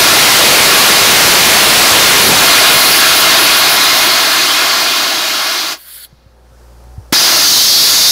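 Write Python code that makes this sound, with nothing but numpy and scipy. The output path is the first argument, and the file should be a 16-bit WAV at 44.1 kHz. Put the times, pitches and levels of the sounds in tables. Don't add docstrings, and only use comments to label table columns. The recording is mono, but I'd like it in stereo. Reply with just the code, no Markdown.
import sys
import numpy as np
from scipy import signal
from scipy.fft import rfft, irfft, next_fast_len
from scipy.io import wavfile
from scipy.ndimage import uniform_filter1d, map_coordinates

SR = 44100
rng = np.random.default_rng(int(sys.argv[2]) if len(sys.argv) > 2 else 0)


def unload_audio(sound):
    columns = np.transpose(np.atleast_2d(sound))
    steps = np.round(np.clip(columns, -1, 1) * 32767)
    wavfile.write(sys.argv[1], SR, steps.astype(np.int16))


N = 357648

# time in seconds, share of the rise from 0 to 1.
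SWELL = [(5.5, 0.03), (5.95, 0.3), (6.3, .55), (6.6, .82), (6.9, 1), (7.12, .85)]
# frequency in Hz, left-right coherence.
YARD_COHERENCE = [(60, 0.49), (130, 0.07), (290, 0.5), (640, 0.72), (1410, 0.66), (3100, 0.39),
                  (6820, 0.36), (15000, 0.27)]
# frequency in Hz, left minus right in dB.
YARD_PAN = [(60, -6.5), (110, -6), (200, -9), (380, -9), (700, -10.5), (1290, -8.5), (2380, -3.5),
            (4400, -4), (8120, -2.5), (15000, -1.5)]
BURNS = [(-1, 5.73), (7.1215, 9)]
# start in seconds, level in dB, frequency in Hz, 60 dB decay time in seconds.
POP = (7.1254, 18, 290, .015)
# frequency
# in Hz, lead of the left in radians.
JET_LEAD = [(0, 0), (2840, 0.16), (3190, 0.25), (5770, -0.2), (6290, 0.3), (6800, -0.1), (7240, -0.3),
            (7920, 1.3), (8610, 2.0), (9650, 1.1), (10600, 1.1), (12900, 0.076), (15300, -0.054)]
# frequency in Hz, gain in dB.
MIC_RESPONSE = [(30, -9), (150, -1), (500, -0.5), (4500, -1.5), (6500, -3), (8500, -4.5), (10500, 2),
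                (16000, -6.5)]


def amp(db):
    return 10 ** (np.asarray(db) / 20)


def unit(x):
    return x / np.sqrt(np.mean(x ** 2) + 1e-20)


def along(points, hz):
    freqs, values = np.transpose(points)
    return np.interp(np.log(hz + 1), np.log(freqs + 1), values)


def envelope(points):
    return np.interp(np.arange(N) / SR, *np.transpose(points))


def wobble(rate):
    return map_coordinates(rng.standard_normal(int(N * rate / SR) + 4), [np.arange(N) * rate / SR])


def filtered(x, response):
    size = next_fast_len(N + SR // 4)
    return irfft(rfft(x, size) * response(np.fft.rfftfreq(size, 1 / SR)), size)[..., :N]


def rush(spectrum, coherence, pan, lead, patchy_db):
    def mid_side(hz):
        angle = np.arccos(np.clip(along(coherence, hz), -1, 1)) / 2
        return np.array([np.cos(angle), np.sin(angle)])

    def ports(hz):
        half = np.array([[.5], [-.5]])
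        db = along(spectrum, hz) - along(MIC_RESPONSE, hz) + half * along(pan, hz)
        return amp(db) * np.exp(1j * half * along(lead, hz))

    cells = signal.stft(rng.standard_normal((2, N)), nperseg=512)[2]
    patches = uniform_filter1d(rng.standard_normal(cells.shape[1:]), size=6, axis=0)
    patches = uniform_filter1d(patches, size=12, axis=1)
    pair = signal.istft(cells * amp(patchy_db * unit(patches)), nperseg=512)[1][:, :N]
    mid, side = filtered(pair, mid_side)
    return unit(filtered(np.array([mid + side, mid - side]), ports))


def yard():
    # frequency in Hz, relative spectral density in dB.
    spectrum = [(20, -7), (66, -6.5), (178, -6), (314, -10.5), (370, -7), (470, -9.5), (540, -5.5),
                (640, -12.5), (870, -13), (1270, -15), (1700, -18.5), (2500, -29), (5000, -38.5)]
    # frequency in Hz, level in dB at the top of the swell.
    machine_tones = [(360.7, -60), (522.2, -56), (753.7, -58), (866.7, -60)]
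    t = np.arange(N) / SR
    low_db, top_db = -58, -42.5
    noise = rush(spectrum, YARD_COHERENCE, YARD_PAN, lead=[(1000, .1)], patchy_db=1.2)
    machine = sum(amp(db + 3 * wobble(8.3)) * np.sin(2 * np.pi * hz * t + 1.2 * wobble(14))
                  for hz, db in machine_tones)
    return amp(low_db + (top_db - low_db) * envelope(SWELL)) * (noise + machine / amp(top_db))


def far_hiss():
    # frequency in Hz, relative spectral density in dB.
    spectrum = [(1200, -25.5), (2200, -4.5), (3800, -4), (4600, 0), (5800, -0.5), (7000, -4.5),
                (9000, -4.5), (16000, -10)]
    # time in seconds, level in dB.
    rise = [(6.15, -71.5), (6.6, -51), (7.12, -51)]
    noise = rush(spectrum, YARD_COHERENCE, YARD_PAN, lead=[(1000, .1)], patchy_db=.6)
    return amp(envelope(rise)) * noise


def mains_hum():
    # frequency in Hz, relative level in dB.
    harmonics = [(59.4, 3), (118.8, -13.5)]
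    t = np.arange(N) / SR
    low_db, top_db = -59, -31
    hum = sum(amp(db + .8 * wobble(5)) * np.sin(2 * np.pi * hz * t + .3 * wobble(6))
              for hz, db in harmonics)
    before_relight = t < BURNS[1][0]
    return before_relight * amp(low_db + (top_db - low_db) * envelope(SWELL)) * hum * amp([[-4], [2.5]])


def knocks():
    # start in seconds, level in dB, frequency in Hz, 60 dB decay time in seconds.
    thumps = [(5.95, -40, 60, .08), (6.125, -28, 137.6, 0.054), (6.26, -25, 100, .06),
              (6.516, -29.5, 100, .05), (6.978, -8, 90.3, .065)]
    # start in seconds, level in dB.
    ticks = [(6.838, -42.5)]
    out, t = np.zeros(N + SR), np.arange(SR // 4) / SR
    for start, db, hz, t60 in [*thumps, POP]:
        ring = amp(db - 60 * t / t60) * np.sin(2 * np.pi * hz * t)
        attack = 1 - np.exp(-t * hz * 2.5)
        out[round(start * SR):][:len(t)] -= ring * attack
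    for start, db in ticks:
        out[round(start * SR):][:len(t)] += amp(db - 60 * t / .008) * rng.standard_normal(len(t))
    return out[:N] * amp([[-3], [2.5]])


def vent():
    # frequency in Hz, relative spectral density in dB.
    spectrum = [(800, -32.5), (1250, -19), (1550, -8), (2100, -11.5), (2700, -18), (3100, -9), (4600, -5.5),
                (5900, -20), (8800, -11.5), (10700, 0), (12800, -9), (13700, -7), (14200, 1.5), (14800, -7),
                (16000, -15.5)]
    # frequency in Hz, left-right coherence.
    coherence = [(60, -0.35), (130, -0.24), (290, 0.87), (640, 0.89), (1410, 0.74), (3100, 0.66),
                 (6820, 0.3), (15000, 0.32)]
    # frequency in Hz, phase lead of the left in radians.
    lead = [(1000, -1), (7000, -1), (8500, 1), (15000, 0)]
    t = np.arange(N) / SR
    start_s, empty_s = 5.77, 6.05
    start_db, top_db, rise_db_per_s, cut_db_per_s = -36.5, -29, 42, 950
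    level_db = np.minimum(start_db + rise_db_per_s * (t - start_s), top_db)
    level_db -= cut_db_per_s * np.maximum(t - empty_s, 0)
    level = (t > start_s) * amp(level_db + .8 * wobble(25))
    return level * rush(spectrum, coherence, [(1500, -8.5), (12000, -1.0)], lead, patchy_db=2.5)


def treble_bursts():
    # start in seconds, end in seconds, level in dB.
    bursts = [(2.21, 2.306, -2), (2.44, 2.502, -2.5), (2.71, 3.01, -2.5), (3.15, 3.22, -3.5),
              (3.39, 3.458, -5), (3.56, 3.607, -7), (3.69, 3.762, -8), (3.83, 3.86, -11.5),
              (3.94, 4.08, -13)]
    # frequency in Hz, relative spectral density in dB.
    burst_spectrum = [(7000, -41.5), (8800, -9.5), (9800, 2.5), (12000, -1.5), (16000, -4.5)]
    t = np.arange(N) / SR
    level = sum(amp(db) * np.clip(np.minimum(t - start, end - t) / .015 + .5, 0, 1)
                for start, end, db in bursts)
    return level * rush(burst_spectrum, [(10000, .8)], [(10000, 1.5)], JET_LEAD, patchy_db=1.2)


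def gusts():
    # centre in seconds, level in dB, half length in seconds.
    puffs = [(2.294, -4, 0.042), (2.758, -8.5, .015)]
    t = np.arange(N) / SR
    level = sum(amp(db) * np.exp(-((t - centre) / half) ** 2) for centre, db, half in puffs)
    return level * rush([(30, -15), (120, 1), (400, -1.5), (900, -25), (2000, -60)],
                        coherence=[(200, .3)], pan=[(200, -1.5)], lead=[(200, .1)], patchy_db=0.5)


def screech():
    def band(centre_hz, width_hz):
        phase = 2 * np.pi * np.cumsum(centre_hz) / SR
        return wobble(width_hz) * np.cos(phase) + wobble(width_hz) * np.sin(phase)

    start_s, fade_in_s, start_hz, glide_hz_per_s, growth_db_per_s = 7.3, .15, 2800, 1120, 13.5
    since = np.maximum(np.arange(N) / SR - start_s, 0)
    hz = start_hz + glide_hz_per_s * since
    whistle = band(hz, width_hz=170) + band(hz + 350, width_hz=700)
    level = amp(-24 + growth_db_per_s * since) * np.minimum(since / fade_in_s, 1) ** 2
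    return level * whistle * amp([[-1.5], [1.5]])


def stand(x):
    # delay in milliseconds, left and right reflection factors.
    panels = [(2.4, 0.17, 0.18), (2.88, 0.18, 0.26), (3.6, 0.24, 0.11), (3.45, -0.11, -0.11),
              (1, -0.0023, -0.025)]
    # resonance in Hz, bandwidth in Hz, boost in dB.
    hollows = [(340, 92, 4), (633, 57, 9.5), (1134, 110, 3), (1468, 70, 5), (1830, 61, 3), (2117, 110, 2.5)]
    delay_ms, left, right = np.transpose(panels)

    def response(hz):
        delays = np.exp(-2j * np.pi * np.outer(delay_ms / 1000, hz))
        echoes = np.array([left, right]) @ delays / (1 + (hz / 6500) ** 4)
        ringing = sum((amp(db) - 1) * 1j * hz * width / (centre ** 2 - hz ** 2 + 1j * hz * width)
                      for centre, width, db in hollows)
        return (1 + echoes) * (1 + ringing)

    return filtered(x, response)


def valve_gate(open_s, shut_s):
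    t = np.arange(N) / SR
    open_db_per_s, shut_db_per_s, linger_db, linger_db_per_s = 11000, 477, -31, 27.5
    since_shut = np.maximum(t - shut_s, 0)
    opening_db = np.minimum(open_db_per_s * (t - open_s) - 59.5, 0)
    closing_db = np.maximum(-shut_db_per_s * since_shut, linger_db - linger_db_per_s * since_shut)
    return amp(opening_db + closing_db)


def sagging(gates, sags):
    t = np.arange(N) / SR
    return sum(gate * amp(db - db_per_s * np.maximum(t - start, 0))
               for gate, (db, start, db_per_s) in zip(gates, sags))


def shriek(gates, surge_db):
    # frequency in Hz, relative spectral density in dB.
    spectrum = [(1500, -46), (3000, -21), (3700, -8), (4200, -3.5), (4700, -0.5), (5500, -5.5),
                (6400, -6.5), (7500, -17), (10000, -15), (16000, -18)]
    # held level of a burn in dB, start of its sag in seconds, sag in dB per second.
    sags = [(-5, 2.05, 4), (-2, 7.15, -5)]
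    level = np.minimum(sagging(gates, sags), amp(1)) * amp(surge_db + .5 * wobble(20))
    return level * rush(spectrum, coherence=[(3000, 1.0), (8000, 0.69)], pan=[(4000, -6.0)],
                        lead=JET_LEAD, patchy_db=1.5)


def blast(gates):
    # frequency in Hz, relative spectral density in dB.
    spectrum = [(15, -45), (25, -11), (497, 1.5), (1580, -1.5), (2070, 0), (3840, -2), (8170, -8.5),
                (10400, -12.5), (14400, -16), (15600, -12.5)]
    # held level of a burn in dB, start of its sag in seconds, sag in dB per second.
    sags = [(4.5, 2.19, 15.8), (-15, 7.2, 5)]
    coherence = [(100, .1), (1000, 0.21), (5000, 0.61), (9000, .75), (15000, .75)]
    pan = [(100, -1.5), (1000, -0.083), (12000, .6)]
    level = sagging(gates, sags) * amp(0.52 * wobble(12))
    return level * rush(spectrum, coherence, pan, lead=[(1000, 0.13)], patchy_db=1.0)


def roar(gates, surge_db):
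    # frequency in Hz, relative spectral density in dB.
    spectrum = [(35, -74), (60, -24.5), (336, -9.5), (522, -13), (659, -6.5), (871, -3.5), (978, -0.5),
                (1450, -0.5), (1970, -2.5), (2160, -1.5), (2600, -1.5), (4340, 1), (7760, -11),
                (10000, -11), (15600, -14.5)]
    # frequency in Hz, left-right coherence.
    coherence = [(60, 0.21), (130, 0.64), (290, 0.81), (640, 0.99), (1410, 0.87), (3100, 1), (6820, 0.67),
                 (15000, 0.55)]
    # frequency in Hz, left minus right in dB.
    pan = [(60, -10.5), (110, -11.5), (200, -17.5), (380, -8.5), (700, -8.5), (1290, -5), (2380, -7),
           (4400, -4.5), (8120, -3.5), (15000, 1)]
    # time in seconds, level in dB with the valve open.
    levels = [(0, 2.5), (2.2, 2), (2.35, -1), (2.5, 8), (2.8, 2.5), (3.5, -1), (4.5, -7), (5.4, -13.5),
              (5.73, -16.5), (7.12, -8), (7.3, -5), (7.42, -7.5), (7.5, -13.5), (7.7, -15.5), (7.9, -11),
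              (8.11, -15)]
    level = sum(gates) * amp(envelope(levels) + surge_db)
    return level * rush(spectrum, coherence, pan, JET_LEAD, patchy_db=1.29)


def jet():
    t = np.arange(N) / SR
    gates = [valve_gate(*burn) for burn in BURNS]
    kick_db, kick_s = 18, .008
    kick = amp(kick_db * np.exp(-np.abs(t - POP[0]) / kick_s))
    surge_db = .5 * wobble(7)
    mixing = kick * roar(gates, surge_db)
    shock = shriek(gates, surge_db)
    return stand(mixing + 0.64 * shock) + .4 * shock + kick * blast(gates)


def scene():
    foreground = jet() + screech() + treble_bursts() + gusts() + vent()
    return foreground + mains_hum() + yard() + far_hiss() + knocks()


def record(dry):
    def all_pass(hz):
        return np.exp(-2j * (np.arctan((hz - 7500) / 2500) - np.arctan(150 / (hz + 1))))

    ceiling, top_hz = 0.66, 15741
    flat = dry / (1 + np.abs(dry / ceiling) ** 4.39) ** (1 / 4.54)
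    coloured = filtered(flat, lambda hz: amp(along(MIC_RESPONSE, hz) + 1) * all_pass(hz) / all_pass(1000))
    clipped = np.clip(coloured, -1, 1)
    return filtered(clipped, lambda hz: np.clip((top_hz + 60 - hz) / 160, 0, 1) ** 2)


dry = scene()
out = record(dry)
unload_audio(out)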